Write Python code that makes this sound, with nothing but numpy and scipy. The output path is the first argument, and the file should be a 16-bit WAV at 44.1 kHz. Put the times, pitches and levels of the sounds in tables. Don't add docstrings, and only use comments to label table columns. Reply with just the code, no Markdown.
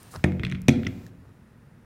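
import sys
import numpy as np
from scipy import signal
from scipy.io import wavfile

SR = 44100
rng = np.random.default_rng(int(sys.argv[2]) if len(sys.argv) > 2 else 0)


def store_pcm(level_fs):
    pcm = np.round(np.clip(level_fs, -1, 1) * 32767).astype(np.int16)
    wavfile.write(sys.argv[1], SR, np.atleast_2d(pcm).T)


N = 83790
TIME = np.arange(N) / SR

# frequency in Hz, relative density in dB.
AIR_SPECTRUM = [(25, -3.5), (60, 1.5), (110, 7), (200, 3), (300, -8), (400, -9.5), (800, -17.5),
                (1600, -17), (3000, -31.5), (6000, -42.5), (11000, -42.5), (16000, -42)]
HISS_FLOOR_SPECTRUM = [(300, 9.5), (1200, 7), (3000, 0.5), (6000, -0.5), (10000, -11.5), (16000, -2.5)]
SLIDE_SPECTRUM = [(400, 6.5), (1200, 0.5), (3000, 3.5), (4500, 16), (7500, 14.5), (9500, 17.5), (11500, 9),
                  (16000, 8.5)]
RUB_SPECTRUM = [(200, -20), (450, 5.5), (750, -3), (1250, -0.5), (2200, -22), (5000, -24.5), (14000, -38)]
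FLEX_SPECTRUM = [(25, -15), (40, -9.5), (55, -0.5), (90, -1.5), (130, 2.5), (250, -18), (600, -62)]
# time in seconds, level in dB.
HISS_FLOOR_ENVELOPE = [(.2, -56.5), (.3, -64.5), (.6, -70), (.85, -57.5), (1.08, -60.5), (1.11, -71),
                       (1.85, -75)]
SLIDE_ENVELOPE = [(0, -73), (.085, -99), (.115, -51.5), (.16, -55), (.178, -66), (.23, -86)]
FLEX_ENVELOPE = [(0, -74), (.10, -63.5), (.16, -41.5), (.2, -46), (.225, -46), (.4, -40), (.6, -41.5),
                 (.9, -45), (1.1, -52), (1.4, -61.5), (1.7, -59), (1.85, -64.5)]
SCRAPE_ENVELOPE = [(0, -63.5), (.13, -65.5), (.21, -77.5), (.25, -94)]
# frequency in Hz, level in dB re direct sound, T60 in seconds.
ROOM_BANDS = [(58.3, -14, 0.68), (151, -7.5, 0.23), (306, -9, 1), (625, -9, 0.86), (1227, -11.5, 0.4),
              (2430, -14.5, 0.66), (3600, -13, .4), (5900, -12, 0.33), (14130, -21.5, 0.21)]
# centre in seconds, half length in seconds, level in dB.
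RIM_RUBS = [(0.152, 0.013, -42), (1.277, 0.043, -63.5)]
# start in seconds, level in dB, frequency in Hz.
TRAY_BUMPS = [(0.173, -29, 85), (0.401, -24, 90), (.442, -20, 125), (.530, -24.5, 131), (.869, -22.5, 105)]
# start in seconds, peak in dB, centre in Hz, sharpness as Q.
WET_TICKS = [(0.031, -35, 9200, .9), (0.1399, -31, 1090, 0.79), (.1607, -30.5, 2680, 0.84),
             (0.194, -45.5, 1300, 1.9), (0.243, -35, 8400, 12), (.2450, -19, 1780, 5.8),
             (0.436, -25.5, 2020, 4.3), (0.4508, -24.5, 3330, 2.1), (0.618, -35, 5960, 0.4),
             (0.6828, -18.5, 3660, 7.2), (0.6841, -20.5, 5800, 3.8), (0.6911, -11, 2230, 2.6),
             (0.6922, -21, 5960, 5.2), (0.8327, -30.5, 2170, 2.35), (0.85, -36.5, 3400, 5.7),
             (0.868, -23.5, 2070, 6.5), (0.869, -31.5, 5600, 7.7), (1.0655, -41, 5500, 0.61),
             (1.064, -47, 1798, 9.9)]
# frequency in Hz, T60 in seconds, level in dB struck left, then right.
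WOOD_MODES = [(87.6, 0.4, -19.5, -23.5), (106.67, 1.4, -44.5, -37.5), (141.1, 0.25, -28, -32),
              (153, 0.025, -5, -16.5), (173.7, 0.77, -35, -23.5), (184.33, 0.88, -19.5, -30),
              (232.6, 0.52, -28.5, -22), (248.1, 0.14, -39.5, -30), (255.5, 0.041, -23.5, -3),
              (297.7, 0.27, -22, -42.5), (347.4, 0.25, -24, -23.5), (373.6, 0.51, -30.5, -37),
              (440, 0.12, -26.5, -30), (496.3, 0.56, -39, -42.5), (604, 0.02, -17.5, -25.5),
              (700, 0.073, -33.5, -32.5), (787, 0.022, -30, -40.5)]
# frequency in Hz, level in dB, T60 in seconds.
CLACK_MODES = [(1410, -18.5, 0.0098), (1814, -21, 0.0099), (2133, -9, 0.0082), (2450, -16, 0.017),
               (2773, -19.5, .011), (3390, -14, 0.011), (3950, -16.5, 0.0068), (5700, -16, 0.0049),
               (6400, -18, .006), (8200, -23, 0.0051), (9500, -17, 0.0036), (13000, -15.5, .003)]
# start in seconds, clack gain in dB, clack low-pass in Hz, thud gain in dB,
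# side of the table (0 left, 1 right).
CUBE_CONTACTS = [(0.2405, -4, 2350, -14, 0), (0.2427, -21, 12500, 0, 0), (0.2457, -10.5, 1650, -12, 0),
                 (0.3208, -23.5, 2490, -14.5, 0), (0.396, -19.5, 2800, -14.5, 0),
                 (0.4345, -12.5, 2600, -15, 0), (0.439, -18.5, 2400, -16.5, 0), (0.4498, -12, 3800, -28, 0),
                 (.4670, -19, 2920, -16.5, 0), (0.4991, -19, 2900, -25.5, 0), (0.5148, -20, 5403, -21, 0),
                 (0.5231, -18, 3340, -19.5, 0), (.5490, -23, 2900, -23, 0), (0.553, -23, 3440, -24.5, 0),
                 (0.6831, -3, 7200, -8.5, 1), (0.6851, -8.5, 13030, 0.5, 1), (0.6913, -12, 6070, -12, 1),
                 (0.6930, -30.5, 3052, -4, 1), (0.746, -30, 2530, -24.5, 1), (0.758, -31, 3320, -20, 1),
                 (0.777, -42, 1980, -16.5, 1), (0.7857, -58.5, 2400, -16.5, 1), (0.8317, -35, 2800, -27, 1),
                 (0.848, -31.5, 4000, -25.5, 1), (0.8588, -33, 3000, -21, 1), (0.867, -17, 3600, -25, 1),
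                 (0.8697, -18.5, 4530, -15.5, 1)]


def from_db(db):
    return 10 ** (np.asarray(db) / 20)


def unit_rms(x):
    return x / np.sqrt(np.mean(x ** 2) + 1e-20)


def envelope(rows):
    return from_db(np.interp(TIME, *np.transpose(rows)))


def at_hz(rows, hz, column=1):
    rows = np.array(rows)
    return np.interp(np.log(hz), np.log(rows[:, 0]), rows[:, column])


def decay(t60_s, size=N):
    return from_db(-60 * TIME[:size] / t60_s)


def burst(t60_s, size=N):
    return rng.standard_normal(size) * decay(t60_s, size)


def butter(x, hz, kind, order=2):
    sos = signal.butter(order, np.clip(hz, 10, .47 * SR), kind, fs=SR, output="sos")
    return signal.sosfilt(sos, x + 1e-18)


def add(out, start_s, sound):
    start = max(int(start_s * SR), 0)
    out[start:start + len(sound)] += sound[:N - start]


def noise_bands():
    edges_hz = 22 * 2 ** np.arange(0, 10, .5)
    return [(np.sqrt(lo * hi), butter(rng.standard_normal(N + SR), [lo, hi], "band", order=3)[SR:])
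            for lo, hi in zip(edges_hz, edges_hz[1:])]


def coloured(spectrum):
    return unit_rms(sum(from_db(at_hz(spectrum, hz)) * band for hz, band in noise_bands()))


def narrow_noise(centre_hz, width_hz):
    edges_hz = [centre_hz - width_hz / 2, centre_hz + width_hz / 2]
    return unit_rms(butter(rng.standard_normal(N), edges_hz, "band"))


def background(air_db=-52.5, whine_db=-83.5):
    whine = narrow_noise(centre_hz=9470, width_hz=180)
    return from_db(air_db) * coloured(AIR_SPECTRUM) + from_db(whine_db) * whine


def hiss_floor():
    return envelope(HISS_FLOOR_ENVELOPE) * coloured(HISS_FLOOR_SPECTRUM)


def room(x, near_db=-14, delay_s=0.006):
    scatter = butter(rng.standard_normal(N), 350, "high") * decay(t60_s=0.15)
    near = from_db(near_db) * unit_rms(scatter)
    tail = sum(from_db(at_hz(ROOM_BANDS, hz)) * band * unit_rms(decay(at_hz(ROOM_BANDS, hz, column=2)))
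               for hz, band in noise_bands())
    out = np.zeros(N)
    add(out, delay_s, signal.fftconvolve(x, (near + tail) / np.sqrt(N))[:N])
    return out


def tray(slips_per_s=2500):
    slips = (rng.random(N) < slips_per_s / SR) * rng.exponential(1, N)
    grain = unit_rms(signal.fftconvolve(slips, decay(t60_s=0.0066))[:N])
    strokes = sum(from_db(db) * np.exp(-.5 * ((TIME - centre_s) / half_s) ** 2)
                  for centre_s, half_s, db in RIM_RUBS)
    rub = strokes * grain * coloured(RUB_SPECTRUM)
    hiss = envelope(SLIDE_ENVELOPE) * coloured(SLIDE_SPECTRUM)
    rumble = envelope(FLEX_ENVELOPE) * coloured(FLEX_SPECTRUM)
    return rub + hiss + rumble


def scrape():
    return envelope(SCRAPE_ENVELOPE) * narrow_noise(centre_hz=9000, width_hz=1200)


def bumps(low_cut_hz=35):
    out = np.zeros(N)
    for start_s, db, hz in TRAY_BUMPS:
        add(out, start_s, from_db(db) * np.sin(2 * np.pi * hz * TIME) * decay(t60_s=.12))
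    return butter(out, low_cut_hz, "high")


def ticks(t60_s=0.007):
    out, size = np.zeros(N), SR // 20
    for start_s, peak_db, hz, q in WET_TICKS:
        spread = 1 + .5 / q
        tick = butter(burst(t60_s, size), [hz / spread, hz * spread], "band")
        add(out, start_s, from_db(peak_db) * tick / np.abs(tick).max())
    return out


def table_top(cloth_hz=972, hardening=0.5, low_cut_hz=85):
    rings = sum(from_db([[left_db], [right_db]]) * np.sin(2 * np.pi * hz * TIME) * decay(t60_s)
                for hz, t60_s, left_db, right_db in WOOD_MODES)
    out = np.zeros(N)
    for start_s, _, _, thud_db, side in CUBE_CONTACTS:
        force = from_db(thud_db)
        cutoff_hz = cloth_hz * force ** hardening
        add(out, start_s, force * butter(rings[side], cutoff_hz, "low", order=4))
    return butter(out, low_cut_hz, "high", order=4)


def ice_cubes():
    frost_db, frost_t60_s = -15, .01
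    scatter_db, detune = 3, 0.03
    snap_db, snap_t60_s, snap_cutoff_hz = -19.5, .003, 8000
    low_cut_hz = 1120
    out, size = np.zeros(N), SR // 20
    for start_s, clack_db, cutoff_hz, _, _ in CUBE_CONTACTS:
        body = from_db(frost_db) * burst(frost_t60_s, size)
        for hz, db, t60_s in CLACK_MODES:
            level_draw, pitch_draw = rng.standard_normal(2)
            mode_hz = hz * (1 + detune * pitch_draw)
            wave = np.sin(2 * np.pi * mode_hz * TIME[:size]) * rng.choice([-1, 1])
            body += from_db(db + scatter_db * level_draw) * wave * decay(t60_s, size)
        body = butter(body, cutoff_hz, "low", order=3)
        snap = from_db(snap_db) * butter(burst(snap_t60_s, size), snap_cutoff_hz, "low")
        add(out, start_s, from_db(clack_db) * butter(body + snap, low_cut_hz, "high", order=4))
    return out


def scene(faces=3, ice_send_db=0.5):
    clacks, boom = ice_cubes(), table_top()
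    ice_reverb = from_db(ice_send_db) * sum(room(ice_cubes()) for _ in range(faces)) / np.sqrt(faces)
    impacts = clacks + ice_reverb + boom + room(boom)
    return (impacts + tray() + hiss_floor() + scrape() + bumps() + ticks() + background())[None]


def record(dry, end_s=1.849, cutoff_hz=17000):
    low_pass = signal.cheby2(14, 70, cutoff_hz, fs=SR, output="sos")
    return signal.sosfilt(low_pass, dry * (TIME < end_s) + 1e-18)


dry = scene()
out = record(dry)
store_pcm(out)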